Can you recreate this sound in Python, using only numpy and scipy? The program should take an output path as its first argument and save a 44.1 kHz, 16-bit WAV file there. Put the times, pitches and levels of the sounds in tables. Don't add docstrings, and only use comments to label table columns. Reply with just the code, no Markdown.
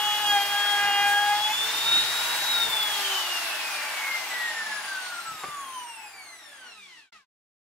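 import sys
import numpy as np
from scipy import signal
from scipy.io import wavfile
from scipy.ndimage import uniform_filter1d

SR = 44100
rng = np.random.default_rng(int(sys.argv[2]) if len(sys.argv) > 2 else 0)


def persist_wave(psi):
    counts = np.round(np.clip(psi, -1, 1) * 32767).astype(np.int16)
    wavfile.write(sys.argv[1], SR, np.atleast_2d(counts).T)


N = 339570

# time in seconds, speed in turns per second.
LOADED_SPEED = [(0, 417.6), (.2, 419.2), (.3, 412.1), (.4, 401.5), (.5, 407), (.7, 409.5), (.9, 405.2),
                (1.1, 406.3), (1.2, 410.2), (1.3, 412.5), (1.4, 417.4), (1.5, 427.8)]
# time in seconds, speed in turns per second.
COAST_SPEED = [(2.5, 480), (2.7, 447.3), (3, 404.3), (3.3, 359.3), (3.5, 332), (3.75, 303), (4.05, 272.7),
               (4.35, 245.6), (4.8, 207.1), (4.95, 192.6), (5.4, 156), (5.7, 132.1), (6.15, 98.2),
               (6.6, 65.6), (7.02, 35.7), (7.26, 20)]
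FREE_TURNS_PER_S, RUN_UP_S = 487, .46

# time in seconds, then rms levels in dB of the flute tone, of its octave,
# of the buzz that sets the other cutting tones, and of the seventh shaft multiple.
CUT_LEVELS = [(0, -29.5, -41.5, -49, -35.5), (.14, -30.5, -45, -43, -33), (.21, -30.5, -37, -40.5, -36),
              (.265, -25.5, -44.5, -43.5, -34), (.3, -31.5, -32, -39.5, -39), (.37, -24, -30, -35.5, -41),
              (.49, -38.5, -40.5, -41, -39), (.56, -30, -27, -44, -41), (.7, -31.5, -32.5, -46, -50),
              (.84, -27.5, -25.5, -33.5, -34), (.92, -25.5, -28, -38, -32), (1.03, -24.5, -28, -33.5, -32),
              (1.13, -27, -24, -40, -42), (1.24, -28, -26.5, -46, -43), (1.33, -26.5, -31, -36, -40),
              (1.42, -31.5, -43, -48.5, -60), (1.52, -30.5, -43, -37, -43), (1.6, -68.5, -62.5, -65, -65)]
# shaft multiple, level above the buzz in dB,
# share of the buzz's swing around -42 dB.
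CUT_OVERTONES = [(5, 0, 1.1), (6, -2, 1.04), (12, -7, -0.1)]
# pitch in Hz, rms level in dB.
UNBALANCE_FIRST = [(280, -86), (330, -70), (370, -50.5), (405, -51), (420, -60), (450, -52), (475, -64)]
# pitch in Hz, rms level in dB.
UNBALANCE_THIRD = [(850, -87), (1000, -67), (1160, -44), (1220, -41), (1255, -38), (1340, -60.5),
                   (1385, -39), (1425, -41.5), (1445, -51.5)]

# time in seconds, blade tone rms level in dB.
FAN_POWERED = [(0, -34), (.12, -32), (.22, -37.5), (.3, -30), (.38, -31.5), (.55, -30.5), (.9, -32),
               (1.2, -32.5), (1.3, -37), (1.43, -31), (1.5, -37), (1.57, -30.5), (1.72, -30.5), (1.8, -36),
               (1.95, -22.5), (2.1, -35), (2.4, -35), (2.5, -32)]
# pitch in Hz, rms level in dB.
FAN_COASTING = [(330, -78), (700, -64), (880, -48), (1030, -39.5), (1150, -39.5), (1215, -42.5),
                (1245, -50), (1300, -34), (1350, -45), (1385, -36.5), (1440, -42), (1540, -34.5),
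                (1640, -43.5), (1730, -33.5), (1820, -37), (1900, -30.5), (2020, -43.5), (2095, -32.5),
                (2300, -44.5), (2420, -39), (2560, -36.5), (2710, -44), (2790, -29.5), (2900, -40.5),
                (3060, -31), (3240, -36), (3370, -36), (3450, -28), (3840, -28.5)]
# pitch in Hz, rms level in dB.
FAN_FOURTH = [(3000, -82), (4500, -65), (6300, -63), (7400, -55), (8600, -60), (10500, -57), (12000, -57),
              (13200, -53), (14000, -50), (15200, -60.5)]
# shaft multiple, rms level in dB at full speed before radiation.
MOTOR_TONES = [(2, -45.5), (4, -49.5), (5, -47), (6, -54.5), (7, -55), (9, -52.5), (12, -57), (16, -51)]

# pitch in Hz, rms level in dB.
BAR_TONE = [(800, -82), (1000, -63), (1180, -70), (1400, -52.5), (2600, -52.5), (3500, -54.5), (4100, -53),
            (4600, -54), (5000, -52), (5600, -62), (7000, -59), (9800, -64.5), (11500, -57)]
# shaft multiple, rms level in dB before radiation.
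BAR_OVERTONES = [(48, -48), (72, -52), (96, -56), (120, -60), (144, -64), (168, -67.5), (192, -75),
                 (216, -79), (240, -79), (264, -81.5)]
# frequency in Hz, gain in dB.
HOUSING_GAIN = [(900, -12), (1350, -9), (1800, -8), (2400, -6.5), (3300, -9.5), (4200, -9.5), (5000, -13.5),
                (5700, -6.5), (7000, -11.5), (8200, -4), (9600, -3), (11000, -6.5), (13000, -10.5),
                (15500, -17.5)]

# time in seconds, then rms levels in dB of roar, rush and hiss.
AIR_LEVELS = [(0, -38, -36, -39.5), (.3, -36.5, -36.5, -41.5), (.9, -35.5, -38.5, -42),
              (1.5, -37.5, -37, -41.5), (1.85, -36, -34.5, -40), (2.35, -34, -34.5, -39),
              (2.8, -36, -36.5, -39.5), (3.05, -36, -34.5, -38), (3.5, -36, -37.5, -41),
              (4.05, -37, -40, -43), (4.65, -38.5, -42.5, -49), (5.1, -42, -46, -49),
              (5.6, -47.5, -54.5, -51.5), (5.9, -50, -56.5, -55), (6.2, -52, -59.5, -57.5),
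              (6.5, -54.5, -58.5, -62), (6.7, -54, -60, -68), (6.8, -63, -59, -66.5), (7.16, -64, -60, -75)]
# frequency in Hz, relative density in dB per Hz.
BLAST_SPECTRUM = [(25, -5), (60, -5.5), (120, -3.5), (250, -5), (450, 0), (800, -17.5)]
DRONE_SPECTRUM = [(100, -13.5), (160, -13.5), (220, -1.5), (350, 3.5), (450, 0.5), (600, -20)]
ROAR_SPECTRUM = [(400, -18), (550, -12), (680, -1), (850, -2), (1100, 0), (1500, 1.5), (2200, -0.5),
                 (3200, -10), (5000, -21)]
RUSH_SPECTRUM = [(1200, -25.5), (2200, -1.5), (3300, 4.5), (5000, -0.5), (7000, -5), (10000, -15.5),
                 (16000, -22)]
HISS_SPECTRUM = [(4000, -8.5), (7000, -0.5), (10000, 0), (13000, -1), (16000, -6)]
# frequency in Hz, width in Hz, boost in dB.
CASING_MODES = [(862, 72, 6.5), (1127, 35, 2), (1465, 140, 2), (1630, 59, 2.5), (2010, 34, 2),
                (2780, 120, 4), (3390, 120, 3)]
# time in seconds, rise in dB, half length in seconds.
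GUSTS = [(0, 5, .1), (.3, 9, 0.1), (.85, 8.5, 0.11), (1.114, 4.5, .12), (1.962, 10.5, 0.2),
         (2.598, 5.5, 0.25), (3.78, -2, .1), (4.5, 1.5, 0.4), (5.32, 8.5, 0.13), (5.618, 10, 0.28)]
# time in seconds, rise in dB, half length in seconds.
CHIP_SPRAYS = [(.27, 3, .03), (.34, 5, 0.05), (.65, 0.5, .03), (.82, 1, .04), (1.1, 5.5, .04)]
BLAST_DB, BLAST_FOLLOWS = -59.5, .45
TURNED_AWAY_S, TURNING_S, AWAY_DB = 3.08, .28, -12.5
DRONE_DB, DRONE_FOLLOWS, DRONE_GUST_SHARE = -58, 0.61, 0.27

# shaft multiple, rms level in dB on the resonance peak.
HANDLE_SHAKE = [(1, -68), (4, -71)]
HANDLE_HZ, HANDLE_WIDTH_HZ = 208, 22

# time in seconds, nominal peak in dB, extra dB in the lowest mode.
BUMPS = [(5.285, -66, 21), (5.315, -72, 29), (5.345, -68, 23), (5.4358, -30.5, -11), (5.441, -33, -12),
         (5.454, -45, -2), (5.483, -39, -1)]
# frequency in Hz, gain in dB, 60 dB decay time in seconds.
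BENCH_MODES = [(144, -1.5, 0.039), (406, -16, 0.03), (760, -7, 0.07), (1150, 4, 0.03), (1490, 0, 0.016),
               (2090, -5, 0.028)]
CRACK_DB, CRACK_T60_S, CRACK_LOW_HZ, CRACK_HIGH_HZ = -9, 0.096, 250, 2400

# frequency in Hz, side minus mid in dB before each source's offset.
SIDE_DB = [(25, 2), (60, -4.5), (110, 0.5), (200, -9), (380, -7), (700, -15), (1290, -9), (2380, -3),
           (4400, 0), (8120, -2.5), (15000, 0)]
# frequency in Hz, left minus right in dB.
LEFT_DB = [(60, 5.5), (180, 4), (550, 0.5), (1200, 1.7), (2600, -1), (3600, 1.5), (5500, 3.5), (15000, 4.5)]
SHED_T60_S = 0.21
# start in seconds, length in seconds.
FADES = [(6.999, 0.11), (7.162, 0.1)]
RETURN_S, RETURN_RISE_S, FADE_POWER = 7.12, 0.0055, 1.37
CUTOFF_HZ = 15750


def shaft():
    t = np.arange(0, N / SR + .01, .005)
    free_s, free_speed = LOADED_SPEED[-1]
    rising = FREE_TURNS_PER_S - (FREE_TURNS_PER_S - free_speed) * np.exp((free_s - t) / RUN_UP_S)
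    loaded = np.interp(t, *np.transpose(LOADED_SPEED))
    coasting = np.interp(t, *np.transpose(COAST_SPEED))
    unloaded = np.where(t < COAST_SPEED[0][0], rising, coasting)
    return in_time(np.transpose([t, np.where(t < free_s, loaded, unloaded)]))[0]


def tone(order, level_db, flutter_db, rate, wander_db):
    speed = shaft()
    hz = order * speed
    speed_change = np.abs(np.gradient(speed)) * SR
    gliding = np.clip(uniform_filter1d(speed_change, size=8000) / 90, .3, 1)
    phase = 2 * np.pi * (order * np.cumsum(speed) / SR + rng.random()) + 0.26 * drift(rate)
    dips = np.minimum(drift(rate), .6)
    varied_db = level_db + flutter_db * gliding * dips + wander_db * drift(3.83)
    gain = np.sqrt(2) * from_db(varied_db) * (hz < CUTOFF_HZ)
    side_gain = from_db(at_hz(SIDE_DB, hz) - 3.0 + 1.5 * drift(3.7))
    side = side_gain * np.cos(phase + 0.25 * drift(6.3))
    return gain * stereo(np.sin(phase), side, hz)


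def bit_and_rotor():
    speed = shaft()
    flute_db, octave_db, buzz_db, seventh_db = in_time(CUT_LEVELS, after=-200)
    cutting_db = np.where(buzz_db > -100, 0, -200)
    buzz_swing_db = np.maximum(buzz_db, -70) + 42
    cut = [(2, flute_db), (4, octave_db), (7, seventh_db)]
    cut += [(k, db - 42 + share * buzz_swing_db + cutting_db) for k, db, share in CUT_OVERTONES]
    spin = [(1, at_hz(UNBALANCE_FIRST, speed)), (3, at_hz(UNBALANCE_THIRD, 3 * speed))]
    cutting = sum(tone(k, db, flutter_db=5.0, rate=18, wander_db=1.5) for k, db in cut)
    spinning = sum(tone(k, db, flutter_db=4.0, rate=7.9, wander_db=2.2) for k, db in spin)
    return cutting + spinning


def fan_and_motor():
    speed = shaft()
    blade_hz = 8 * speed
    powered = np.arange(N) / SR < COAST_SPEED[0][0]
    blade_db = np.where(powered, in_time(FAN_POWERED)[0], at_hz(FAN_COASTING, blade_hz))
    blades = tone(order=8, level_db=blade_db, flutter_db=4.5, rate=24, wander_db=0.95)
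    fourth_db = at_hz(FAN_FOURTH, 4 * blade_hz)
    fourth = tone(order=32, level_db=fourth_db, flutter_db=8.0, rate=30, wander_db=4.0)
    fading_db = 36 * np.log10(speed / speed.max())
    weak = 0
    for k, db in MOTOR_TONES:
        radiated_db = db + fading_db + at_hz(ROAR_SPECTRUM[:4], k * speed)
        weak = weak + tone(k, radiated_db, flutter_db=9.0, rate=9, wander_db=1.5)
    return blades + fourth + weak


def commutator():
    speed = shaft()
    bar_db = at_hz(BAR_TONE, 24 * speed)
    ticks = tone(order=24, level_db=bar_db, flutter_db=7.5, rate=21, wander_db=0.2)
    for k, db in BAR_OVERTONES:
        radiated_db = db + at_hz(HOUSING_GAIN, k * speed)
        ticks = ticks + tone(k, radiated_db, flutter_db=5.5, rate=37, wander_db=1.5)
    return ticks


def handles():
    speed, hum = shaft(), 0
    for k, db in HANDLE_SHAKE:
        detuning = (k * speed - HANDLE_HZ) / HANDLE_WIDTH_HZ
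        hum = hum + tone(k, db - 20 * np.log10(1 + detuning ** 2), flutter_db=0, rate=8, wander_db=4)
    return hum


def air_sources():
    t = np.arange(N) / SR
    roar_db, rush_db, hiss_db = in_time(AIR_LEVELS)
    gust_db = swells(GUSTS)
    turned = np.clip((t - TURNED_AWAY_S) / TURNING_S + .5, 0, 1)
    blast_db = BLAST_DB + AWAY_DB * turned + gust_db + BLAST_FOLLOWS * (roar_db + 39)
    drone_db = DRONE_DB + DRONE_FOLLOWS * (roar_db + 35.5) + DRONE_GUST_SHARE * gust_db
    levels = [(BLAST_SPECTRUM, blast_db), (DRONE_SPECTRUM, drone_db), (ROAR_SPECTRUM, roar_db),
              (RUSH_SPECTRUM, rush_db), (HISS_SPECTRUM, hiss_db + swells(CHIP_SPRAYS))]
    sources = []
    for shape, db in levels:
        every_hz = np.arange(round(shape[0][0]) + 1, round(shape[-1][0]) + 1)
        total_power = np.sum(from_db(2 * at_hz(shape, every_hz)))
        sources.append((shape, db - 10 * np.log10(total_power)))
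    return sources


def air():
    sources = air_sources()
    out, together = 0, drift(25)
    edges = 22 * 2 ** np.arange(0, 9.8, 1 / 2.5)
    slowed = 1 - shaft() / FREE_TURNS_PER_S
    white = rng.standard_normal((2, 2, N))
    for k, (low, high) in enumerate(zip(edges, edges[1:])):
        band = signal.butter(3 if low < 1500 else 2, [low, high], "band", fs=SR, output="sos")
        mid, side = signal.sosfilt(band, white[k % 2])
        hz = np.sqrt(low * high)
        power = sum(from_db(2 * (at_hz(shape, hz) + db)) for shape, db in sources
                    if shape[0][0] <= high and low <= shape[-1][0])
        dull_db = -14 * slowed * max(np.log2(hz / 8500), 0)
        wander_db = 0.39 * together + 0.87 * drift(12) + .8 * drift(1.9)
        gain = np.sqrt(power * SR / 2) * from_db(dull_db + wander_db)
        out = out + gain * stereo(mid, from_db(at_hz(SIDE_DB, hz) + .5) * side, hz)
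    for hz, width_hz, db in CASING_MODES:
        b, a = signal.iirpeak(hz, hz / width_hz, fs=SR)
        out = out + (from_db(db) - 1) * signal.lfilter(b, a, out)
    return out


def bumps():
    s, peak_db, lowest_db = np.transpose(BUMPS)
    at, out = (s * SR).astype(int), np.zeros(N)
    chance_db = rng.normal(0, 1.4, (len(BUMPS), len(BENCH_MODES)))
    for k, (hz, mode_db, t60) in enumerate(BENCH_MODES):
        clicks = np.zeros(N)
        strike_db = peak_db + mode_db + lowest_db * (k == 0) + chance_db[:, k]
        clicks[at] = from_db(strike_db) * (-1) ** k
        r, w = from_db(-60 / (t60 * SR)), 2 * np.pi * hz / SR
        out += signal.lfilter([0, np.sin(w)], [1, -2 * r * np.cos(w), r * r], clicks + 1e-18)
    clicks = np.zeros(N)
    clicks[at] = from_db(peak_db + CRACK_DB)
    decay = from_db(-60 / (CRACK_T60_S * SR))
    rattle = signal.lfilter([1], [1, -decay], clicks + 1e-18) * rng.standard_normal(N)
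    band = signal.butter(2, [CRACK_LOW_HZ, CRACK_HIGH_HZ], "band", fs=SR, output="sos")
    out += signal.sosfilt(band, rattle) * np.sqrt(SR / 2 / CRACK_HIGH_HZ)
    out = signal.sosfilt(signal.butter(2, 90, "high", fs=SR, output="sos"), out)
    return out * from_db([[.5], [-.5]])


def shed(dry, wet_db, channels=2):
    t = np.arange(SR // 2) / SR
    noise = rng.standard_normal((channels, len(t)))
    tail = noise * from_db(-60 * t / SHED_T60_S) * (t > .004)
    tail = tail / np.sqrt(np.sum(tail ** 2, axis=1, keepdims=True))
    return dry + from_db(wet_db) * signal.fftconvolve(dry, tail, axes=1)[:, :N]


def stereo(mid, side, hz):
    tilt = from_db(at_hz(LEFT_DB, hz) / 2)
    return np.array([(mid + side) * tilt, (mid - side) / tilt])


def drift(rate):
    r = np.exp(-80 * np.pi * rate / SR)
    slow = signal.lfilter([1], [1, -2 * r, r * r], rng.standard_normal(N // 40 + 2002))[2000:]
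    return np.interp(np.arange(N) / 40, np.arange(len(slow)), slow / slow.std())


def swells(rows):
    t = np.arange(N) / SR
    return sum(db * np.clip(1 - np.abs(t - s) / half_s, 0, 1) for s, db, half_s in rows)


def in_time(rows, after=None):
    s, *columns = np.transpose(rows)
    return [np.interp(np.arange(N) / SR, s, c, right=after) for c in columns]


def at_hz(points, hz):
    point_hz, value = np.transpose(points)
    return np.interp(np.log(hz), np.log(np.maximum(point_hz, 1)), value)


def from_db(db):
    return 10 ** (np.asarray(db) / 20)


def scene():
    tones = shed(bit_and_rotor(), wet_db=-27.5)
    tones = tones + shed(fan_and_motor(), wet_db=-10)
    tones = tones + shed(commutator(), wet_db=-3.0)
    moving_air = from_db(-0.94) * shed(air(), wet_db=-7.5, channels=1)
    return tones + handles() + moving_air + shed(bumps(), wet_db=-5)


def record(dry):
    t = np.arange(N) / SR
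    first, second = (np.clip(1 - (t - s) / length_s, 0, 1) ** FADE_POWER for s, length_s in FADES)
    returning = np.clip((t - RETURN_S) / RETURN_RISE_S, 0, 1) ** 2
    fade = np.minimum(first + second * returning, 1)
    low_pass = signal.ellip(12, .5, 80, CUTOFF_HZ, fs=SR, output="sos")
    return signal.sosfilt(low_pass, dry * fade)


dry = scene()
out = record(dry)
persist_wave(out)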